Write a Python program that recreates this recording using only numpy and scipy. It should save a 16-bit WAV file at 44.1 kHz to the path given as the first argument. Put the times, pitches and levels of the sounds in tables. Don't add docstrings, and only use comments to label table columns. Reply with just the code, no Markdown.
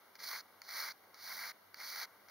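import sys
import numpy as np
from scipy import signal
from scipy.fft import rfft, irfft, next_fast_len
from scipy.io import wavfile
from scipy.ndimage import uniform_filter1d

SR = 44100
rng = np.random.default_rng(int(sys.argv[2]) if len(sys.argv) > 2 else 0)


def inscribe(sig):
    pcm = np.round(np.clip(np.atleast_2d(sig).T, -1, 1) * 32767)
    wavfile.write(sys.argv[1], SR, pcm.astype(np.int16))


def convert_level_to_amplitude(level_db):
    exponent = np.asarray(level_db, float) / 20
    return 10 ** exponent


N = 101429

# frequency in Hz, level in dB per Hz.
CLOTH = [(150, -37), (350, -33.5), (700, -15), (1200, -4), (1600, -0.5), (2250, 2.5), (3000, -23.5),
         (5000, -25)]
# frequency in Hz, level in dB per Hz.
BRISTLE = [(2000, -40), (3100, -13.5), (3700, -7.5), (4300, 4), (4800, 2), (5600, -1.5), (6600, -4),
           (7800, -23)]
# frequency in Hz, level in dB per Hz.
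FIZZ = [(5000, -26.5), (7900, -17.5), (9000, -3.5), (11500, -2), (13000, -3), (14700, 1.5), (15600, -1.5),
        (17000, -9.5)]


def rms_one(x):
    return x / np.sqrt(np.mean(x ** 2) + 1e-20)


def at_hz(points, hz):
    f, *columns = np.transpose(points)
    return [np.interp(np.log(hz + 1), np.log(f), column) for column in columns]


def white():
    return rng.standard_normal(N)


def drift(rate_hz):
    r = np.exp(-2 * np.pi * rate_hz / SR)
    slow = signal.lfilter([1], [1, -2 * r, r * r], rng.standard_normal(N + SR))
    return rms_one(slow[SR:])


def grains(per_s, spread_db):
    sizes = convert_level_to_amplitude(spread_db * np.minimum(rng.exponential(1, N), 3))
    signs = rng.choice([-1, 1], N)
    happens = rng.random(N) < per_s / SR
    return rms_one(sizes * signs * happens)


def colour(x, spectrum):
    size = 4096
    gain = convert_level_to_amplitude(at_hz(spectrum, np.fft.rfftfreq(size, 1 / SR))[0])
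    cepstrum = irfft(np.log(rms_one(gain)))
    cepstrum[1:size // 2] *= 2
    cepstrum[size // 2 + 1:] = 0
    response = irfft(np.exp(rfft(cepstrum)))
    return signal.fftconvolve(x, response)[:N]


def pair(x, other, table):
    size = next_fast_len(N + 4096)
    db, phase, alike = at_hz(table, np.fft.rfftfreq(size, 1 / SR))
    alike = np.clip(alike, 0, 1)
    mid = np.sqrt((1 + alike) / 2) * rfft(x, size)
    side = np.sqrt((1 - alike) / 2) * rfft(other, size)
    turn = convert_level_to_amplitude(db / 2) * np.exp(.5j * phase)
    return irfft([(mid + side) / turn, (mid - side) * turn], size)[:, :N]


def ring(clicks, hz, t60):
    r, w = convert_level_to_amplitude(-60 / (t60 * SR)), 2 * np.pi * hz / SR
    return signal.lfilter([0, np.sin(w)], [1, -2 * r * np.cos(w), r * r], clicks + 1e-18)


def stroke_motion():
    # time in seconds, scrub level in dB, pressure into the knee in dB.
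    strokes = [
        [(0.186, -70, -10), (0.192, -58.5, -2.5), (0.228, -53, -2), (0.236, -47.5, -6.5), (0.258, -52, -4.5),
         (0.27, -48, -7.5), (0.34, -49, 3), (0.408, -53, -4.5), (0.425, -92, -6)],
        [(0.626, -68, -5), (0.656, -62, -7), (0.678, -61.5, 1), (0.688, -54, -1), (0.798, -45.5, -1.5),
         (0.892, -51, 3), (0.92, -52.5, -5.5), (0.933, -80.5, -20)],
        [(1.15, -59, -6), (1.154, -68.5, 0), (1.24, -53, -6), (1.316, -51, 2), (1.344, -51.5, -4),
         (1.45, -51, 5), (1.502, -49.5, -6.5), (1.518, -59, 9), (1.528, -112, -12)],
        [(1.752, -67, 4), (1.762, -64.5, -7), (1.804, -54, 2.5), (1.902, -48.5, -7.5), (1.924, -51, -2.5),
         (2.028, -47, 1), (2.054, -53.5, -0.5), (2.066, -108, 19)],
        [(2.29, -68.5, 5.5), (2.3, -63, -1)],
    ]
    stroke_tips_db = [0.1, 0.1, 1, 0.11, 0.1]
    spring_db, spring_t60_s, spring_press_db = -35, 0.75, 2
    slow_ends_db = 5.5
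    t = np.arange(N) / SR
    level_db, press_db, tips_db = np.full(N, -120.), np.zeros(N), np.zeros(N)
    for rows, tip_db in zip(strokes, stroke_tips_db):
        s, db, press = np.transpose(rows)
        before, during = t < s[0], t <= s[-1]
        after_db = db.max() + spring_db - 60 * (t - s[-1]) / spring_t60_s
        stroke_db = np.where(during, np.interp(t, s, db), after_db)
        stroke_press_db = np.where(during, np.interp(t, s, press), spring_press_db)
        along = np.clip(2 * (t - s[0]) / (s[-1] - s[0]) - 1, -1, 1)
        level_db = np.where(before, level_db, stroke_db)
        press_db = np.where(before, press_db, stroke_press_db)
        tips_db = np.where(before, tips_db, tip_db - slow_ends_db * along ** 2)
    return level_db, press_db, tips_db


def scrub(rim_snags):
    # frequency in Hz, level in dB per Hz.
    flesh = [(250, -19.5), (500, -5), (800, 2), (1200, 0), (1800, -14), (3000, -44)]
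    slips_per_s, slip_spread_db, clump_db, clump_hz = 9000, 1.5, 1.33, 86.5
    flicks_per_s, flick_spread_db, flick_db = 1200, -1, -11
    cloth_db, bristle_db, fizz_db, knee_db = 1, -0.5, -3.5, -16
    fizz_follows, tips_press, knee_press = 0.97, 0.18, 0.63

    level_db, press_db, tips_db = stroke_motion()
    swing = drift(clump_hz)
    clump = convert_level_to_amplitude(clump_db * (swing - uniform_filter1d(swing, size=1500)))
    flicks = convert_level_to_amplitude(flick_db) * grains(flicks_per_s, flick_spread_db)

    def slips():
        return clump * grains(slips_per_s, slip_spread_db)

    cloth_drive = convert_level_to_amplitude(cloth_db + level_db + press_db) * (slips() + flicks)
    bristle_drive = convert_level_to_amplitude(bristle_db + level_db) * (slips() + flicks)
    fizz_level_db = fizz_db + tips_db + tips_press * press_db - 49.5 + fizz_follows * (level_db + 50.5)
    fizz_drive = convert_level_to_amplitude(fizz_level_db) * slips()
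    knee_level_db = knee_db + level_db + knee_press * np.clip(press_db, -12, 4)
    knee_drive = convert_level_to_amplitude(knee_level_db) * (slips() + flicks)
    cloth = colour(cloth_drive + rim_snags, CLOTH)
    bristle = colour(bristle_drive + rim_snags, BRISTLE)
    return cloth + colour(knee_drive, flesh) + bristle + colour(fizz_drive, FIZZ)


def snags():
    # time in seconds, peak in dB.
    catches = [
        (0.2758, -31),
        (0.6903, -43),
        (0.802, -25),
        (0.8034, -25),
        (0.8724, -58),
        (1.191, -41),
        (1.4578, -30),
        (1.8018, -26),
        (1.9694, -30),
    ]
    s, db = np.transpose(catches)
    out = np.zeros(N)
    out[(s * SR).astype(int)] = convert_level_to_amplitude(db - 5)
    return out


def ticks():
    # start in seconds, level in dB, brightness in dB, swell in seconds.
    landings = [
        (.152, -53, 0.5, 0.003),
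        (.157, -62, -2, 0.0095),
        (.1898, -61, -5, 0.0018),
        (0.6167, -46.5, 0, .0015),
        (.6895, -46.5, -2, .002),
        (1.1412, -55.5, 2, .003),
        (1.7425, -45, -1, .0015),
        (2.073, -60, -30, .005),
        (2.283, -56, -2, 0.0028),
    ]
    fade_s, tips_db, low_cut_hz = 0.0024, -14, 870
    heel_db, heel_softens_db_per_s = 24, 3000
    t, out = np.arange(N) / SR, 0
    cut = signal.butter(2, low_cut_hz, "high", fs=SR, output="sos")
    for s, db, bright_db, length in landings:
        swell = np.clip((t - s) / length, 0, 1)
        shape = swell * np.exp(-np.maximum(t - s - length, 0) / fade_s)
        touch = shape * white()
        touch[int((s + length) * SR)] = convert_level_to_amplitude(heel_db - heel_softens_db_per_s * length)

        def even(x):
            return x * np.sqrt(np.sum(shape ** 2) / np.sum(x ** 2))

        low = even(signal.sosfilt(cut, colour(touch, CLOTH)))
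        mid = even(colour(touch, BRISTLE))
        high = even(colour(touch, FIZZ))
        out = out + convert_level_to_amplitude(db) * (low + convert_level_to_amplitude(bright_db) * (mid + convert_level_to_amplitude(tips_db) * high))
    return out


def brush():
    # frequency in Hz, right over left in dB, phase in radians, likeness from 0 to 1.
    sideways = [(400, -1, .05, .88), (1100, -.6, .08, .985), (2400, -2, .3, .95), (3100, 5, .1, .5),
                (4300, 2.5, .25, .97), (6300, 0, .9, .84), (7500, 0, .3, .95), (9300, 0, 1.2, .76),
                (11400, 5.5, 2.2, .89), (12800, 5.5, 1.4, .7), (15000, 3.3, 1.3, .91)]
    return pair(scrub(snags()) + ticks(), scrub(0), sideways)


def field():
    # frequency in Hz, level in dB per Hz.
    air = [(30, -35), (60, -49), (100, -22.5), (250, -8), (600, -1), (1100, -1), (2200, -3), (3200, -21)]
    # frequency in Hz, level in dB per Hz.
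    hiss = [(300, -1), (2500, 8), (3300, 2.5), (4400, 5.5), (6000, 1.5), (9500, 0), (13000, 3.5),
            (16000, 3)]
    # frequency in Hz, width in Hz, level in dB.
    engine = [(96.8, 5.9, -89.5), (201.6, 12.4, -87)]
    # frequency in Hz, right over left in dB, phase in radians, likeness from 0 to 1.
    open_air = [(100, -1.5, 0.0087, 1), (564, -1.5, 0.028, 0.6), (1830, -1, 0.013, 0.87), (2550, 1.5, 0, 0),
                (4830, -0.5, 0.013, 0.33), (15000, 0, 0, 0.44)]
    air_db, hiss_db, patchy_db, patch_hz = -66.5, -68.5, 0.98, 7

    def wash():
        gusts = convert_level_to_amplitude(air_db + patchy_db * drift(patch_hz))
        return gusts * colour(white(), air) + convert_level_to_amplitude(hiss_db) * colour(white(), hiss)

    drone = sum(convert_level_to_amplitude(db) * rms_one(ring(white(), hz, 2.4 / width)) for hz, width, db in engine)
    return pair(wash() + drone, wash(), open_air)


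def scene():
    return brush() + field()


def motor_notches(x):
    centres_hz = [1770, 2545, 2950, 4970, 7400, 8180]
    # width in Hz, depth in dB.
    notch_shapes = [(202, -11), (556, -38), (160, -2), (170, -25), (2140, -33), (1850, -25)]
    for hz, (width, depth_db) in zip(centres_hz, notch_shapes):
        r, c = np.exp(-np.pi * width / SR), np.cos(2 * np.pi * hz / SR)
        z = 1 - (1 - r) * convert_level_to_amplitude(depth_db)
        x = signal.lfilter([1, -2 * z * c, z * z], [1, -2 * r * c, r * r], x)
    return x


def roll_off(x):
    return signal.sosfilt(signal.butter(12, 16550, fs=SR, output="sos"), x)


def record(dry):
    rumble_cut_hz, top_cut_hz = 85, 15760
    mix = motor_notches(dry)
    mix = signal.sosfilt(signal.butter(3, rumble_cut_hz, "high", fs=SR, output="sos"), mix)
    mix = signal.sosfilt(signal.ellip(12, .5, 55, top_cut_hz, fs=SR, output="sos"), mix)
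    return roll_off(mix)


dry = scene()
out = record(dry)
inscribe(out)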